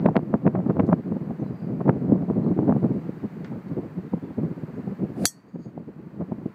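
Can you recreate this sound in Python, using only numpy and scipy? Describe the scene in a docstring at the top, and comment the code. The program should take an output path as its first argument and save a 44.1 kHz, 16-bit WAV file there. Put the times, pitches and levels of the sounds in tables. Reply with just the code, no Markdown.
"""A golf drive off the tee: the club swishes down, its hollow metal head cracks and rings,
and the ring sags in pitch as the follow-through carries it away. Ground and far trees answer.
A few metres off, wind eddies rumble, rasp and pop in a small camera's microphone port.
The camera's gain control ducks under the crack and creeps back.
Faint ticks and small birds sit over the hush of the open course."""
import sys
import numpy as np
from scipy import signal
from scipy.fft import rfft, irfft, next_fast_len
from scipy.io import wavfile
from scipy.ndimage import uniform_filter1d, minimum_filter1d, map_coordinates

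SR = 44100
rng = np.random.default_rng(int(sys.argv[2]) if len(sys.argv) > 2 else 0)


def transcribe(signal):
    """Save signal, clipped to [-1, 1], as a 16-bit WAV file at the path in sys.argv[1]."""
    frames = np.atleast_2d(signal).T
    limited = np.clip(frames, -1, 1)
    pcm = np.round(limited * 32767).astype(np.int16)
    wavfile.write(sys.argv[1], SR, pcm)


N = 288414
T = np.arange(N) / SR
STRIKE_S = 5.2542
REFERENCE_EDGE_HZ = 2440  # edge at which steepness is 1; brighter pops rasp, snap and crunch louder

# Tone of the contact crack: (frequency [Hz], relative level [dB])
CRACK_EQ = [(200, -47.5), (500, -25), (1650, -12.5), (2650, -20), (3400, -6.5), (3800, -12), (4150, 3),
            (5200, -4), (7300, -5.5), (8480, -24.5), (9500, 3), (11800, -15), (14400, -12.5),
            (15500, -23.5), (16500, -66)]
# Tone of the thin crown's crowded modes: (frequency [Hz], relative level [dB])
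CROWN_EQ = [(1000, -37.5), (3100, -29.5), (3900, -33), (4550, -10), (5250, -33), (6000, 1), (7100, -1.5),
            (9300, -3.5), (10800, -5.5), (11600, -11.5), (12900, -2), (13700, -23), (14900, -11),
            (16300, -45)]
# Ringing modes of the hollow head: (frequency [Hz], relative level [dB], t60 [s])
HEAD_MODES = [(1945, -39, .34), (3391, -7.5, .056), (3600, -17, .065), (4403, -14, .07), (4624, -37, .34),
              (4696, -3, .055), (4930, -27, .14), (5832, -15, .11), (5983, -6, .07), (6091, -7, .075),
              (6209, 0, .06), (6694, -12, .08), (6870, -16, .12), (7297, -11, .065), (7544, -12, .075),
              (7945, -12, .06), (8201, -9, .105), (8550, -16, .09), (8730, -18, .12), (9600, -14, .09),
              (9800, -13, .07), (10874, -9, .07), (12152, -14, .075), (12346, -13, .07), (13000, -16, .07),
              (15200, -22, .075)]
# Fader curve of the downswing: (time [s], relative level [dB])
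SWING_FADER = [(5.06, -69), (5.17, -37.5), (5.222, -23.5), (5.25, -22), (5.262, -28.5), (5.30, -59)]
# Body of the swish: (frequency [Hz], relative level [dB])
SWISH_EQ = [(60, -10.5), (200, 6.5), (380, -2.5), (700, -10), (1100, -32.5), (2500, -36.5), (4500, -46),
            (6300, -54), (15000, -62)]
# Hiss of the thin shaft: (frequency [Hz], relative level [dB])
SHAFT_EQ = [(2500, -25.5), (4500, -0.5), (6300, -9), (9500, -1), (12000, -12.5), (14000, -6), (15500, -14)]
# Tone of the ground's reflection: (frequency [Hz], gain [dB])
GROUND_EQ = [(1000, -18), (1900, -1.5), (3300, -15), (4550, -5.5), (5500, -10.5), (7500, -11.5),
             (12000, -17)]
# Echoes off the tree line: (delay [s], send level [dB], spread [s])
TREE_ECHOES = [(.235, -45, 0.011), (.285, -47, .012), (.38, -35, .025)]
# Tone of those echoes: (frequency [Hz], gain [dB])
TREE_EQ = [(1000, -16), (3500, -15), (4350, -12), (4680, -9), (5000, -6), (5700, -27), (6150, -20),
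           (6500, -7), (6950, -15), (7500, -22), (12000, -32)]

# Airflow between eddies: (time [s], relative rumble level [dB])
BREEZE_FADER = [(0.111, -28), (0.79, -32.5), (0.9, -33), (1.15, -30), (1.61, -31.5), (1.9, -29),
                (2.17, -25), (2.78, -33), (3.03, -38), (4.749, -41.5), (5.09, -39), (5.25, -45), (5.5, -48),
                (5.71, -36), (6.0, -39), (6.27, -36.5), (6.54, -39.5)]
# Strong eddies hitting the port: (time [s], rumble level [dB], half length [s], rasp level [dB])
STRONG_EDDIES = [(0.058, -12.5, 0.0016, -39), (0.087, -13.5, 0.0065, -18.5), (0.18, -18.5, 0.013, -25),
                 (0.347, -16.5, 0.0097, -26.5), (0.468, -10.5, 0.011, -23), (0.555, -18.5, 0.008, -24),
                 (0.588, -18, 0.017, -27), (0.668, -19, 0.0069, -32), (0.702, -14, 0.009, -23),
                 (0.8, -9.5, 0.0057, -18), (0.835, -15.5, 0.01, -38), (0.895, -19.5, 0.017, -29.5),
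                 (0.933, -4.5, 0.0042, -25), (1.122, -19, 0.0065, -33), (1.167, -21, 0.006, -32.5),
                 (1.218, -22.5, 0.007, -49.5), (1.31, -22.5, 0.0075, -33.5), (1.428, -19.5, 0.009, -45),
                 (1.73, -25.5, 0.043, -55), (1.812, -22, 0.0085, -30), (1.863, -20.5, 0.009, -30),
                 (1.891, -12.0, 0.011, -18), (2.05, -22, 0.0085, -37.5), (2.128, -12, 0.0079, -35),
                 (2.22, -24.5, 0.01, -39), (2.31, -17, 0.0057, -42), (2.38, -17, 0.006, -49.5),
                 (2.472, -18.0, 0.019, -34.5), (2.518, -17, 0.0078, -47), (2.59, -17, 0.0065, -31.5),
                 (2.63, -19.5, 0.011, -35.5), (2.696, -13.0, 0.016, -21.5), (2.763, -17.5, 0.013, -37),
                 (2.847, -16.5, 0.017, -27.5), (2.912, -16.5, 0.0063, -41), (2.963, -23, 0.019, -51.5),
                 (3.094, -21.5, 0.0037, -55), (3.248, -22.5, 0.0084, -41), (3.525, -29.5, 0.015, -44),
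                 (3.722, -25, 0.011, -54.0), (3.782, -21.5, 0.01, -48), (3.986, -23, 0.0082, -62),
                 (4.139, -16.5, 0.006, -33), (4.235, -28, 0.0078, -56.5), (4.309, -25.5, 0.0043, -42.5),
                 (4.389, -19.5, 0.0073, -51), (4.441, -21.5, 0.02, -46), (4.515, -25, 0.0068, -58),
                 (4.638, -24, 0.0052, -52), (4.788, -27.5, 0.013, -55.0), (4.879, -23.5, 0.0075, -46),
                 (4.925, -27.5, 0.0078, -53), (5.033, -20, 0.013, -48), (5.105, -30, 0.0024, -57.5),
                 (5.556, -20, 0.0085, -34), (5.6, -26, 0.013, -61), (5.665, -24.5, 0.0058, -61),
                 (5.779, -22.5, 0.0046, -44), (5.885, -26, 0.0064, -57.5), (5.997, -30.5, 0.00695, -56.0),
                 (6.07, -29.5, 0.0065, -56.5), (6.216, -19, 0.011, -31), (6.323, -20, 0.0045, -32),
                 (6.385, -27.5, 0.0054, -57.0), (6.461, -17, 0.0025, -55)]
# Low end of the wind in the port: (frequency [Hz], relative level [dB])
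RUMBLE_EQ = [(20, -16), (40, -22.5), (80, -12.5), (125, -3.5), (180, 0), (330, -9), (490, -18),
             (940, -38.5), (2000, -67.5), (4000, -83)]
# Rasp of a hard eddy: (frequency [Hz], relative level [dB])
RASP_EQ = [(20, -28), (120, -15), (350, 7.5), (650, 15), (1000, 3), (1700, -16), (3000, -36.5), (4200, -47),
           (7000, -59.5), (15000, -93)]
# Tight vortices popping in the port: (time [s], peak level [dB], edge cutoff [Hz])
VORTEX_POPS = [(0.0615, -1, 2110), (.157, -8.5, 1995), (0.166, 2, 2910), (0.168, -10.5, 2640),
               (0.3403, -3, 1495), (0.4658, -10.5, 2270), (0.477, -9.5, 2350), (0.554, -12.5, 1750),
               (.662, -16, 1190), (0.703, -13.5, 1586), (0.768, -13.5, 1290), (0.7973, -8, 2410),
               (0.8042, -9, 1690), (0.888, -8, 598), (.898, -12.5, 1210), (0.9296, -0.5, 1610),
               (1.812, -17.5, 1480), (1.883, -16, 1980), (1.8949, -4.5, 1940), (2.121, -1, 476),
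               (2.3, -12.5, 1130), (2.5898, -10, 1124), (2.724, -9, 1400), (2.764, -16, 980),
               (2.842, -16, 1100), (3.788, -22, 950), (5.777, -16, 895), (6.204, -23.5, 850),
               (6.3199, -13, 990)]
# Crunch around a steep vortex front: (frequency [Hz], relative level [dB])
CRUNCH_EQ = [(500, -14), (1200, 6), (2200, 2.5), (3200, -7), (4200, -20.5), (5200, -26), (6500, -37),
             (12000, -53.5)]

# Small dry ticks: (time [s], level before EQ [dB], low edge [Hz], high edge [Hz])
DRY_TICKS = [(0.8662, -53, 4170, 6000), (3.4453, -30.5, 1384, 2250), (3.683, -46, 1820, 2500)]
# Far bird notes: (time [s], length [s], start pitch [Hz], end pitch [Hz], relative level [dB], blur [Hz])
BIRD_NOTES = [(0.817, 0.059, 4160, 4250, -74.5, 49.7), (1.40, .032, 6250, 5900, -75, 110),
              (1.438, .054, 4150, 3950, -70, 45), (1.503, .2, 4840, 4780, -72, 45),
              (1.558, .16, 4470, 4630, -78, 60), (2.43, 0.057, 4250, 4100, -65.5, 231),
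              (3.678, .02, 4480, 4370, -64, 131), (4.07, .07, 3750, 3750, -77, 45),
              (4.24, 0.08, 3450, 3400, -72, 40), (4.745, 0.026, 6200, 7200, -74, 320)]
# Tone of the countryside bed: (frequency [Hz], relative level [dB])
COUNTRYSIDE_EQ = [(30, -25), (150, 10), (500, -5.5), (1000, -2), (2000, -9.5), (2700, -17.5), (3500, -26),
                  (4600, -23.5), (5150, -31), (7500, -32.5), (10100, -37.5), (14500, -33)]


def strike():
    """Face meets ball: the ball's pock and a hard crack, then the crown's dense shimmer."""
    age = T - STRIKE_S
    pock = -pulse(STRIKE_S, body_hz=1594, q=3.2, edge_hz=2770, order=6)
    crack = even(noise(CRACK_EQ), span=.0004) * (age > 0) * np.exp(-(age / 0.0043) ** 2)
    crown = even(noise(CROWN_EQ), span=0.0025) * decay(STRIKE_S, t60=0.104)
    return amp(-3) * pock + amp(-1) * crack + amp(-12) * crown


def head_ring():
    """The hollow head's metallic tink: its modes bloom as the ball leaves, then die quickly."""
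    t = T[:SR // 2]
    bloom = (1 - np.exp(-t / 0.0083)) ** 2
    ring = np.zeros(N)
    for hz, db, t60 in HEAD_MODES:
        # the head whips on and turns, which blurs each partial a little
        drift = .022 * np.cumsum(rng.standard_normal(len(t)))
        partial = np.sin(2 * np.pi * (hz * t + rng.uniform()) + drift)
        ring[round(STRIKE_S * SR):][:len(t)] += amp(db - 60 * t / t60) * bloom * partial
    return amp(-3) * ring


def follow_through(x, half_turn_s=.18, slowing_s=.13):
    """Doppler bend: the head circles away and back, slowing, so its pitch sags and rises again."""
    age = np.maximum(T - STRIKE_S, 0)
    receding_m_per_s = 32 * np.sin(np.pi * age / half_turn_s) * np.exp(-age / slowing_s)
    delay_samples = np.cumsum(receding_m_per_s) / 343
    return map_coordinates(x, [np.arange(N) - delay_samples], order=5)


def swish():
    """Shaft and head shed vortices, loudest at the bottom of the swing, where the shaft also hisses."""
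    whoosh = fader(SWING_FADER) * swell(5.22, .2) * even(noise(SWISH_EQ), span=.01)
    hiss = amp(-53) * swell(STRIKE_S, .03) * noise(SHAFT_EQ)
    return whoosh + hiss


def echoes(x):
    """Open ground answers the crack softly, the tree line later."""
    def scatter(delay, db, spread):
        cloud = (rng.standard_normal(N) * swell(delay, spread))[:SR]
        return amp(db) * cloud / np.linalg.norm(cloud)
    ground = signal.fftconvolve(x, scatter(delay=0.066, db=-33.5, spread=0.043))[:N]
    trees = signal.fftconvolve(x, sum(scatter(*row) for row in TREE_ECHOES))[:N]
    return colour(ground, GROUND_EQ) + colour(trees, TREE_EQ)


def wind(flutter_db=4.5, sputter_db=15):
    """Low, lumpy airflow over the port; each eddy is a short swell with a rasping, sputtering core."""
    rumble_power = (fader(BREEZE_FADER) * amp(-0.98 + flutter_db * wobble(40))) ** 2
    rasp_power = rumble_power * amp(-19) ** 2
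    for s, db, width, rasp_db in [*STRONG_EDDIES, *light_eddies()]:
        eddy_power = swell(s, width) ** 2
        rumble_power += amp(db) ** 2 * eddy_power
        rasp_power += amp(rasp_db) ** 2 * eddy_power ** 2
    for s, db, edge_hz in VORTEX_POPS:  # sharp vortices break up into more rasp
        steepness = edge_hz / REFERENCE_EDGE_HZ
        rasp_power += (amp(db - 14) * steepness * swell(s, 0.0049)) ** 2
    rasp = even(noise(RASP_EQ) * amp(sputter_db * wobble(260)), span=0.0071)
    rumble = even(noise(RUMBLE_EQ), span=0.015)
    return np.sqrt(rumble_power) * rumble + np.sqrt(rasp_power) * rasp


def light_eddies(gap_s=0.073, half_length_s=0.0067):
    """Light eddies drift by at loose intervals, riding the breeze's level: rows like STRONG_EDDIES."""
    time_jitter, level_jitter, size_jitter = rng.uniform(-1, 1, (200, 3)).T
    times = gap_s * (np.arange(200) + time_jitter / 2)
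    flow_s, flow_db = np.transpose(BREEZE_FADER)
    db = -29 + 0.98 * np.interp(times, flow_s, flow_db - flow_db.mean()) - 0.5 * level_jitter
    widths = half_length_s * 2 ** size_jitter
    return np.column_stack([times, db, widths, db - 21])[times < T[-1]]


def pops():
    """The hardest vortices slap the port, each a low thump with a steep front."""
    return -sum(amp(db) * pulse(s, body_hz=233, q=2.8, edge_hz=edge_hz, order=5)
                for s, db, edge_hz in VORTEX_POPS)


def rim_snaps():
    """The steeper and harder a vortex's front, the louder it snaps and crunches on the port's rim."""
    snap, crunch_envelope = np.zeros(N), np.zeros(N)
    for s, db, edge_hz in VORTEX_POPS:
        steepness = edge_hz / REFERENCE_EDGE_HZ
        click = pulse(s, body_hz=4500, q=0.41, edge_hz=8200, order=8)
        snap += amp(-44 + 1.5 * db) * steepness * click
        crunch_envelope += amp(db - 35.5) * steepness ** 2 * swell(s + 0.001, 0.002)
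    return snap + crunch_envelope * noise(CRUNCH_EQ)


def port(pressure, overload_db=1.5, leak_hz=161):
    """Hard gusts overload the capsule into a dull crunch; slow pressure leaks away, thinning the bass."""
    saturated = pressure / (1 + (pressure / amp(overload_db)) ** 4) ** (1 / 4)
    return colour(lowpass(saturated, 5000, order=3), [(leak_hz / 2, -7.5), (leak_hz, 0)])


def ticks():
    """Faint dull taps, each in its own band, with a trace of outdoor tail."""
    out = np.zeros(N)
    for s, db, low_hz, high_hz in DRY_TICKS:
        envelope = decay(s, t60=0.033) + amp(-10) * decay(s, t60=0.3)
        band = [(low_hz / 2, -20), (low_hz, 0), (high_hz, -2), (1.3 * high_hz, -12),
                (2 * high_hz, -16), (3.4 * high_hz, -28), (5 * high_hz, -60)]
        out += amp(db) * colour(rng.standard_normal(N) * envelope, band)
    return out


def birds():
    """Small birds call in thin sliding notes, blurred by distance."""
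    out = np.zeros(N)
    for s, length, start_hz, end_hz, db, blur_hz in BIRD_NOTES:
        pitch = np.interp(T, [s, s + length], [start_hz, end_hz]) + blur_hz * wobble(450)
        envelope = amp(db + 5) * swell(s + length / 2, length / 3)
        flicker = 0.53 + .5 * wobble(110)
        out += envelope * flicker * np.sin(2 * np.pi * np.cumsum(pitch) / SR)
    return out


def countryside():
    """One gently wavering noise bed for distant traffic, trees and the microphone's own hiss."""
    return amp(-49.5 + 0.82 * wobble(1.9)) * noise(COUNTRYSIDE_EQ)


def amp(db):
    """Decibels to gain."""
    return 10 ** (np.asarray(db) / 20)


def colour(x, points):
    """EQ x through (frequency [Hz], gain [dB]) points joined on a log axis."""
    size = next_fast_len(len(x) + 8192)
    hz, db = np.transpose(points)
    gain = amp(np.interp(np.log(np.fft.rfftfreq(size, 1 / SR) + 1), np.log(hz), db))
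    return irfft(rfft(x, size) * gain, size)[:len(x)]


def lowpass(x, corner_hz, order):
    """Roll off the top end."""
    return signal.sosfilt(signal.butter(order, corner_hz, fs=SR, output="sos"), x)


def noise(points):
    """Coloured noise of rms 1."""
    x = colour(rng.standard_normal(N), points)
    return x / np.sqrt(np.mean(x ** 2) + 1e-20)


def even(x, span):
    """Level out the swells of x that last longer than span seconds."""
    size = int(span * SR)
    power = uniform_filter1d(uniform_filter1d(x ** 2, size), size)
    return x / np.sqrt(np.abs(power) + 1e-4)


def wobble(rate):
    """Smooth random modulation, rate knots a second."""
    return map_coordinates(rng.standard_normal(int(N * rate / SR) + 4), [T * rate])


def fader(rows):
    """Gain per sample from (time [s], level [dB]) rows."""
    return amp(np.interp(T, *np.transpose(rows)))


def swell(s, width):
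    """A bump around time s with exponential flanks."""
    return 1 / np.cosh(np.clip((T - s) / max(width, .002), -30, 30))


def decay(s, t60):
    """A hard attack at time s that dies by 60 dB in t60 seconds."""
    return (T >= s) * amp(-60 * np.maximum(T - s, 0) / t60)


def pulse(s, body_hz, q, edge_hz, order):
    """A sudden pressure push of peak 1 at time s; the higher q, the more it swings back."""
    size = SR // 20
    body = signal.lfilter(*signal.iirpeak(body_hz, q, fs=SR), signal.unit_impulse(size))
    shape = lowpass(body, edge_hz, order)
    out = np.zeros(N + size)
    out[round(s * SR):][:size] = shape / np.abs(shape).max()
    return out[:N]


def gain_control(x, ceiling_db, release_s):
    """A peak over the ceiling ducks the gain within a millisecond; then it creeps back."""
    excess = np.log(np.maximum(np.abs(x) / amp(ceiling_db), 1))
    fade = np.exp(-T / release_s)
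    ducking = np.maximum.accumulate(excess / fade, axis=-1) * fade
    return x * uniform_filter1d(minimum_filter1d(np.exp(-ducking), size=25), size=25)


def scene():
    """The mono mix at the microphone: club and wind up front, the course behind."""
    club = follow_through(strike() + head_ring())
    gusts = port(wind() + pops()) + rim_snaps()
    return (club + echoes(club) + swish() + gusts + countryside() + birds() + ticks())[None]


def record(dry):
    """The camera's chain: bass cut, gain control and a steep band limit."""
    x = signal.sosfilt(signal.butter(3, 58, "highpass", fs=SR, output="sos"), dry)
    x = gain_control(x, ceiling_db=-3.5, release_s=1.15)
    return lowpass(x, 15500, order=24)


dry = scene()
out = record(dry)
transcribe(out)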